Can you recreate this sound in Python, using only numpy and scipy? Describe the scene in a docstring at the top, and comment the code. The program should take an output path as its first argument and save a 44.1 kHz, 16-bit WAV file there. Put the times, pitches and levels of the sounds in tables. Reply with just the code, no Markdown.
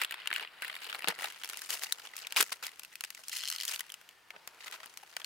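"""Opening an ice cream wrapper

An ice cream wrapper is opened by hand, close by on a quiet lawn. Buckling creases snap and rustle as short
bursts of resonant noise; the jolted air of the pouch pops as damped tones, and a loud stroke rips the seal.
The seam then peels in a stick-slip zip that slows into jerks, and the loose film is folded back.
Behind it lie a soft steady hush of distant trees and two faint far tones."""
import sys
import numpy as np
from scipy import signal
from scipy.fft import rfft, irfft, next_fast_len
from scipy.io import wavfile
from scipy.ndimage import uniform_filter1d

SR = 44100
rng = np.random.default_rng(int(sys.argv[2]) if len(sys.argv) > 2 else 0)


def persist_wave(psi):
    """Save psi, clipped to +-1, as 16-bit WAV."""
    counts = np.round(np.clip(psi, -1, 1) * 32767).astype(np.int16)
    wavfile.write(sys.argv[1], SR, np.atleast_2d(counts).T)


N = 231782
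TIME = np.arange(N) / SR
LEAD_S = .003  # silence ahead of each buckle: room for the zero-phase filters

# light, constant working of the film:
# t/s, body level/dB, level of the lows re body/dB, level of the treble re body/dB
WORKING = [(0.0, -48, -10, -12), (0.4, -54.5, -27, -16), (0.53, -56.5, -6, -13), (0.7, -48.5, -12.5, -6.5),
           (1.12, -49, -2.5, -8), (1.36, -54, -11, -5), (1.77, -49.5, -9.5, 2), (1.95, -56.5, -4, 0),
           (2.25, -53, -8, -11), (2.47, -55, -11, 3), (2.59, -61.5, -3.5, -4.5), (3.1, -62, -17, -3),
           (3.72, -48.5, -14.5, 3), (3.835, -60, -9, -5.5), (4.25, -67, -3.5, -6), (4.75, -58, -1, -6.5),
           (5.08, -62.5, -8.5, -2.5), (5.255, -56, -3, -4.5)]


def amp(db):
    """Decibels to an amplitude ratio."""
    return 10 ** (np.asarray(db) / 20)


def evened(x):
    """Normalises to unit rms over both channels."""
    return x / np.sqrt(np.mean(x ** 2) + 1e-20)


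def burst(x):
    """Normalises the energy of a short stereo sound to that of unit rms lasting 10 ms."""
    return x * np.sqrt(2 * SR * .01 / np.sum(x ** 2))


def read(points, hz):
    """Interpolates a spectrum linearly on a log-frequency axis."""
    f, value = np.transpose(points)
    return np.interp(np.log(hz + 1), np.log(f), value)


def follow(curve, s):
    """Interpolates every column of a curve linearly at time s."""
    times, *columns = np.transpose(curve)
    return [np.interp(s, times, column) for column in columns]


def add(mix, s, sound):
    """Superposes a sound on the mix from time s."""
    part = mix[:, max(round(s * SR), 0):][:, :sound.shape[1]]
    part += sound[:, :part.shape[1]]


def freqs(x):
    """Bin frequencies of the spectrum of x, in Hz."""
    return np.fft.rfftfreq(x.shape[-1], 1 / SR)


def shaped(x, gain):
    """Linear filtering: multiplies the spectrum by a response."""
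    return irfft(rfft(x) * gain, x.shape[-1])


def resonance(hz, centre_hz, width_hz):
    """Response of a damped oscillator, gain 1 at its centre."""
    return 1j * hz * width_hz / (centre_hz ** 2 - hz ** 2 + 1j * hz * width_hz)


def band(hz, edge, kind, order):
    """Response of a maximally flat (Butterworth) filter."""
    return signal.sosfreqz(signal.butter(order, edge, kind, fs=SR, output="sos"), hz, fs=SR)[1]


def pair(apart, size):
    """Partial coherence: noise at two microphones, a common part and a part of opposite sign."""
    mid, side = rng.standard_normal((2, size))
    return evened(np.array([mid + apart * side, mid - apart * side]))


def snaps():
    """Snap-through buckling: the large creases, one by one."""
    out = np.zeros((2, N))
    # creases that snap: t/s, body level over 10 ms/dB, level of the lows re body/dB,
    # level of the treble re body/dB, ring f/Hz
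    large_creases = [(0.0157, -29.5, -13, -6, 2030), (0.035, -34.5, -32, -4, 2680),
                     (0.0471, -32, -22, -5.5, 3390), (0.1092, -38.5, -21, -2.5, 1850),
                     (0.122, -39.5, -19, -6, 3100), (0.1414, -40.5, -8.5, -6, 3440),
                     (0.258, -43, -16, -13, 2700), (0.2732, -30.5, -29, -4, 2990),
                     (0.3033, -39, -17, -11, 1740), (0.3132, -33, -12, -22, 1650),
                     (0.3278, -31, -20.5, -13, 2130), (0.338, -44, -16, 5, 2230),
                     (0.3615, -31, -24, -10, 2800), (0.3813, -44.5, -7.5, -5, 1740),
                     (0.396, -40.5, -11, -12, 1800), (0.4328, -42, -20, -26, 2330),
                     (0.448, -42.5, -13.5, -24, 1940), (0.474, -45.5, -33, -20, 2800),
                     (0.6211, -38, -12.5, -2, 2780), (0.6264, -39.5, -30, -14, 1530),
                     (0.6465, -38, -25, -10, 1860), (0.68, -43.5, -18, -2.5, 2720),
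                     (0.6978, -39, -19, -18, 2010), (0.742, -46.5, -14, -10, 2830),
                     (0.753, -43, -17, -4, 3680), (0.7646, -41.5, -16.5, -10, 2300),
                     (0.8434, -45.5, -32, -2, 2600), (0.8976, -40, -17, -9, 3000),
                     (0.9273, -37, -17, -14, 2700), (0.947, -38, -8, -11, 4150),
                     (0.9911, -45, -10, -3, 2690), (1.0215, -43, -16, -8, 2640),
                     (1.0434, -33.5, -8, -16, 1370), (1.074, -31, -8.5, -20, 2660),
                     (1.0842, -27.5, -14.5, -0.5, 3670), (1.1883, -43, -6, -8, 1740),
                     (1.209, -45, -5, -4, 2900), (1.221, -41, -6, -1, 1350), (1.242, -39.5, -6, -0.5, 3900),
                     (1.301, -48.5, -25, -4, 3170), (1.4352, -39.5, -18, -6, 3180),
                     (1.445, -44, -9, 3.5, 3300), (1.49, -47.5, -18, 5, 2940), (1.498, -41.5, -12, 1, 3960),
                     (1.5328, -42.5, -13.5, -4.5, 1430), (1.5717, -47, -10, 5.5, 3080),
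                     (1.618, -45.5, -20, 3.5, 1650), (1.7043, -42, -7, 9, 2830),
                     (1.835, -36.5, -15, -0.5, 4600), (1.9233, -29.5, -52, 0, 3920),
                     (2.166, -50, -23, 9.5, 2440), (2.2694, -40, -24, -2.5, 3620),
                     (2.3229, -38, -17.5, -2, 3240), (2.3624, -32.5, -27, -12, 3540),
                     (2.405, -30.5, -3.5, 4, 2500), (2.409, -29.5, -13, 3, 3330),
                     (2.426, -30.5, -8, 2.5, 3800), (2.6667, -42, -15, 2, 4900), (2.795, -48, -13, 4, 2660),
                     (2.8335, -51, -16, 3.5, 2730), (2.848, -49, -37, -2, 2680),
                     (2.955, -47, -27, 1.5, 2520), (3.0078, -42.5, -12, 2.5, 2730),
                     (3.038, -38, -20, -2.5, 2600), (3.0476, -46, -13, 5, 2640),
                     (3.1037, -45, -16, 1, 4560), (3.148, -50.5, -16, 3, 2730), (3.2827, -48, -29, 9, 4440),
                     (3.295, -48, -16, 6, 4140), (3.4362, -38.5, -24, -7, 3280),
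                     (3.5006, -40, -25, 6, 4400), (3.6515, -43, -27, 7, 4560),
                     (3.6795, -38, -44, 1.5, 3330), (3.724, -45.5, -15, -5, 2930),
                     (3.7447, -40.5, -42, -4, 2930), (3.76, -41.5, -17.5, -1, 4560),
                     (3.7937, -40, -19, 0.5, 3020), (3.8063, -38.5, -17.5, 1, 1930),
                     (3.901, -46, -43, -6, 3200), (3.92, -49.5, -22, 4, 3020),
                     (3.9408, -45.5, -26, 0.5, 3050), (4.09, -52.5, -30, -1.5, 3040),
                     (4.305, -44, -14, -13, 2130), (4.363, -52, 2.5, -24, 1080),
                     (4.4749, -47, -3.5, 3.5, 3480), (4.669, -46, -14, -5, 2030),
                     (4.68, -45.5, -17, -7, 2060), (4.712, -53, -18, 2.5, 1910),
                     (4.859, -55, 1.5, 5.5, 2880), (4.973, -47.5, -17, 3, 4100),
                     (5.166, -37.5, -18.5, -3, 4750), (5.1665, -40.5, -9.5, -18, 1460),
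                     (5.2165, -46.5, -27, -14, 3230), (5.245, -39, -27, -4.5, 4300)]
    for row in large_creases:
        add(out, *crease(*row))
    return out


def crease(s, body_db, weight_db, bright_db, ring_hz, ring=0.4, sharpness=13, overtone=0.3,
           overtone_width_hz=1400):
    """Modal ringing: a facet rings at its own pitch under a bright crack with a stray overtone."""
    slow = buckle(crack=0.27, t60=.015, apart=0.99)
    quick = buckle(crack=0.4, t60=.012, apart=0.72)
    hz = freqs(slow)
    purity = ring * amp(-weight_db / 3)  # a taut facet moves little air and rings more purely
    t = np.maximum(np.arange(slow.shape[1]) / SR - LEAD_S, 0)
    swing = np.exp(-np.pi * ring_hz * t / sharpness) * np.minimum(ring_hz * t / 2, 1)
    cycles = ring_hz * t + rng.random() + 0.066 * rng.standard_normal((2, 1))
    mode = swing * np.sin(2 * np.pi * cycles)

    body, low, _ = registers(slow)
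    body = burst(body) + purity * burst(mode)
    overtone_hz = rng.uniform(4300, 12300)
    treble = registers(shaped(quick, 1 + overtone * resonance(hz, overtone_hz, overtone_width_hz)))[2]
    sound = burst(body) + amp(weight_db) * burst(low) + amp(bright_db) * burst(treble)
    return s - LEAD_S, amp(body_db) * sound


def buckle(crack, t60, apart, delay=.0004, size=2048):
    """Scattered bending waves: a facet starts to give, flips with one crack, and the sheet rings down."""
    t = np.maximum(np.arange(size) / SR - LEAD_S, 0)
    onset = np.minimum((t / delay) ** 2, 1)
    shiver = .2 * amp(-60 * t / .027)  # weak motion of the whole sheet, t60 27 ms
    x = pair(apart, size) * (amp(-60 * t / t60) + shiver) * onset
    x /= np.sqrt(np.sum(x ** 2) / 2)
    x[:, round((LEAD_S + delay) * SR)] += crack * rng.choice([-1, 1])
    return x


def registers(x, low_hz=1050, high_hz=4900):
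    """Radiation by size: film sound split into body, low and treble (middling, large, tiny facets)."""
    hz = freqs(x)
    # colour of the film: f/Hz, spectral density/dB
    film_colour = [(50, -35), (185, -15.5), (255, -16.5), (400, -6.5), (560, -7), (940, -1), (1150, -1),
                   (1450, 5.5), (2800, 8.5), (3700, 2.5), (5800, 0), (11500, -3), (15500, -7.5)]
    colour = amp(read(film_colour, hz))
    filters = [([low_hz, high_hz], "bandpass"), (low_hz, "lowpass"), (high_hz, "highpass")]
    return [shaped(x, colour * band(hz, edge, kind, order=4)) for edge, kind in filters]


def ticks(count=50, over_db=1, spread_db=3, weight_db=-6, bright_db=3, lowest_hz=1700, highest_hz=3600):
    """Random buckling: small creases give at random, louder where the handling is firmer."""
    out = np.zeros((2, N))
    for k in range(count):
        s = (k + rng.random()) / count * N / SR
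        level, weight, bright = follow(WORKING, s)
        level += over_db + spread_db * rng.standard_normal()
        ring_hz = rng.uniform(lowest_hz, highest_hz)
        add(out, *crease(s, level, weight + weight_db, bright + bright_db, ring_hz))
    return out


def rustle(per_s=480, spread_db=4, rub=0.3, clump_db=3, broad=0.23, sharpness=9, count=30):
    """Shot noise and friction: flurries of tiny pitched creases over the hiss of sliding film."""
    grains = np.zeros((2, N))
    for hz in np.geomspace(450, 14000, count):
        struck = rng.random(N) < per_s / count / SR
        sizes = amp(spread_db * np.minimum(rng.exponential(1, N), 3)) * struck
        grain = buckle(crack=0.29, t60=0.016, apart=1.0)
        grain = burst(shaped(grain, broad + resonance(freqs(grain), hz, hz / sharpness)))
        grains += signal.oaconvolve(sizes[None], grain, axes=1)[:, :N]
    flurry = amp(clump_db * evened(uniform_filter1d(rng.standard_normal(N), size=400)))
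    gains = effort()
    # by treble level: a light touch only slides, a firm one creases, a hard pull blurs into a rasp
    grip = np.interp(20 * np.log10(gains[2]), [-68, -55, -38], [.15, 1, .35])
    hiss = pair(apart=0.34, size=N)
    drive = (grip * evened(grains * flurry) + rub * hiss) / np.hypot(grip, rub)
    drive = np.pad(drive, [(0, 0), (0, next_fast_len(N) - N)])
    return sum(gain * evened(x[:, :N]) for gain, x in zip(gains, registers(drive)))


def effort(attack_s=0.001, release_s=0.013):
    """Energy addition: gains of body, low and treble for strokes that rise, hold and die away."""
    level, weight, bright = follow(WORKING, TIME)
    gains = amp([level, level + weight, level + bright])
    # pulls and rubs of the fingers, the loudest rips the seal: start t/s, length/s, body level/dB,
    # level of the lows re body/dB, level of the treble re body/dB
    strokes = [(0.0, 0.037, -34.5, -17.5, -9.5), (0.106, 0.18, -49.5, -12, -34),
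               (0.343, 0.041, -40.5, -15, -10), (0.392, 0.043, -43, -9, -13),
               (0.608, 0.12, -46, -12.5, -10), (0.817, 0.02, -44, -14, -6.5), (0.924, 0.017, -49, -18, -3),
               (1.076, 0.024, -35, -1.5, -8.5), (1.188, 0.098, -44.5, -6.5, -4),
               (1.69, 0.061, -42, -9.5, 3), (1.826, .012, -41, -14, 2), (2.171, 0.036, -50.5, -14, 1.5),
               (2.362, 0.049, -28.5, -12, -1.5), (2.519, 0.0058, -36.5, -10, -2),
               (2.626, 0.046, -45, -11.5, -1.5), (3.175, 0.04, -60.5, 1.5, 7),
               (3.325, 0.06, -48.5, -17.5, 6), (3.684, 0.013, -40.5, -17, -0.5),
               (3.736, 0.0064, -41, -18, 3.5), (4.334, 0.026, -63, 6, -25), (4.588, 0.096, -54.5, -27, -3),
               (4.723, 0.034, -45.5, -10, -4), (4.795, 0.038, -53, -10, -5),
               (5.028, 0.0093, -64.5, 10.5, 5.5)]
    for start, length, db, weight_db, bright_db in strokes:
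        t = TIME - start
        envelope = np.clip(t / attack_s, 0, 1) * np.exp(-np.maximum(t - length, 0) / release_s)
        gains = np.hypot(gains, np.outer(amp([db, db + weight_db, db + bright_db]), envelope))
    return gains


def peel(jitter=0.041, uneven_db=4.0, count=60, fast_t60=.004, slow_t60=0.0077):
    """Stick-slip: a fast buzz of needle-sharp slips slows into separate, ringing jerks."""
    out = np.zeros((2, N))
    # fast zip of the seam: t/s, slip rate/Hz, mean level of a slip over 10 ms/dB
    zip_run = [(3.312, 465, -54), (3.347, 520, -56), (3.391, 240, -45.5), (3.419, 120, -44.5),
               (3.445, 150, -43.5), (3.472, 135, -43.5)]
    # separate jerks after it: t/s, level over 10 ms/dB
    jerks = [(3.476, -36.5), (3.4858, -37), (3.49, -42), (3.514, -38), (3.525, -36.5), (3.535, -45),
             (3.55, -44), (3.561, -39), (3.584, -41), (3.6014, -38), (3.61, -36.5), (3.622, -40),
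             (3.634, -39.5)]
    t = np.arange(zip_run[0][0], zip_run[-1][0], 1 / SR)
    slipped = np.cumsum(follow(zip_run, t)[0]) / SR  # the k-th slip falls where this count reaches k
    for k in range(count):
        s = np.interp(k + jitter * rng.standard_normal(), slipped, t)
        db = follow(zip_run, s)[1] + uneven_db * rng.standard_normal()
        add(out, s - LEAD_S, (k < slipped[-1]) * amp(db) * slip(t60=fast_t60))
    for s, db in jerks:
        add(out, s - LEAD_S, amp(db) * slip(t60=slow_t60))
    return out


def slip(t60, wander=0.0096, low_hz=1750, top_hz=12000):
    """Plucked resonator: one jerk of the seam excites the small flap, whose pitch shifts with the pull."""
    x = buckle(crack=0.94, t60=t60, apart=0.55)
    hz = freqs(x)
    pull = 1 + wander * rng.standard_normal()
    # modes of the taut flap beside the seam: mean f/Hz, bandwidth/Hz, amplitude gain
    flap_modes = [(2030, 82, 3.8), (3070, 360, 6), (4270, 330, 6.5), (5140, 300, 3.4), (6300, 240, 2),
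                  (12100, 600, 0.66)]
    flap = 1 + sum(gain * resonance(hz, centre * pull, width) for centre, width, gain in flap_modes)
    return burst(shaped(x, flap * band(hz, [low_hz, top_hz], "bandpass", order=2)))


def pouch(rise_s=0.0015, size=6000):
    """Damped cavity oscillation: dull thumps of the jolted air inside the wrapper."""
    out, t = np.zeros((2, N)), np.arange(size) / SR
    # jolts of the air: t/s, level from which the decay starts/dB, f/Hz, t60/s
    pops = [(1.08, -52, 100, 0.063), (1.081, -39.5, 188, 0.079), (1.083, -30.5, 462, 0.049),
            (2.401, -31.5, 394, 0.067)]
    for s, db, hz, t60 in pops:
        envelope = amp(db - 60 * t / t60) * (1 - np.exp(-t / rise_s))
        add(out, s, (envelope * np.cos(2 * np.pi * hz * t))[None])
    return out


def hollowed(x, centre_hz=6000, width_hz=3000):
    """Band rejection: the lower treble is hollow while the pouch is shut and comes in as it opens."""
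    # hollow in the lower treble: t/s, fraction removed at the centre by each of two passes
    hollow = [(.8, 0.42), (1.5, 0.01)]
    depth = np.clip(np.interp(TIME, *np.transpose(hollow)), 0, 1)
    for _ in range(2):
        x = x - depth * shaped(x, resonance(freqs(x), centre_hz, width_hz))
    return x


def surroundings(x, t60=0.045, wet_db=-19, size=6000):
    """Diffuse scattering: faint, short returns from legs, bag and ground, without walls."""
    t = np.arange(size) / SR
    tail = rng.standard_normal((2, size)) * amp(-60 * t / t60) * (t > .003)
    tail /= np.linalg.norm(tail[0])
    return x + amp(wet_db) * signal.oaconvolve(x, tail, axes=1)[:, :N]


def ports(x, left_db=1.2, shade_hz=1500, wind_cut_hz=75, bass_width=0.43):
    """Diffraction: long waves reach both ports nearly alike, short ones are shaded from the right."""
    hz = freqs(x)
    short = hz ** 2 / (hz ** 2 + shade_hz ** 2)
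    mid = x.mean(0)
    x = mid + shaped(x - mid, bass_width + (1 - bass_width) * short)
    x = shaped(x, amp(left_db * np.array([short, -short])))
    # a wind filter thins the bass
    return signal.sosfilt(signal.butter(2, wind_cut_hz, "highpass", fs=SR, output="sos"), x)


def air(level_db=-70):
    """Stationary filtered noise: the soft, steady hush of distant trees."""
    x = pair(apart=0.66, size=N)
    # open air over the lawn: f/Hz, relative gain/dB
    air_colour = [(25, -7.5), (150, -1.5), (1800, -0.5), (6500, -20.5), (15500, -14.5)]
    return amp(level_db) * evened(shaped(x, amp(read(air_colour, freqs(x)))))


def drones(width_hz=12, sag=.03):
    """Phase diffusion: faint, fuzzy far tones swell and fade while their pitch sinks a little."""
    out = np.zeros((2, N))
    # far tones, heard in the lull: start t/s, length/s, mean f/Hz, peak level/dB
    far_tones = [(3.95, 0.523, 1800, -71), (4.203, 0.49, 912, -70)]
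    for s, length, hz, db in far_tones:
        u = np.clip((TIME - s) / length, 0, 1)
        # white frequency noise widens the spectral line to width_hz
        flutter = np.sqrt(width_hz * SR / (2 * np.pi)) * rng.standard_normal(N)
        cycles = np.cumsum(hz * (1 + sag * (.5 - u)) + flutter) / SR
        out += amp(db) * np.sin(np.pi * u) * np.sin(2 * np.pi * cycles)
    return out


def scene():
    """Superposition: the wrapper, a little left of centre, over the background."""
    wrapper = hollowed(snaps() + ticks() + rustle()) + peel() + pouch()
    return ports(surroundings(wrapper)) + air() + drones()


def record(dry, edge_hz=15950):
    """Band limiting: a symmetric low-pass removes the extreme treble without phase distortion."""
    lowpass = signal.firwin(255, edge_hz, window=("kaiser", 9), fs=SR)
    return signal.oaconvolve(dry, lowpass[None], "same")


dry = scene()
out = record(dry)
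persist_wave(out)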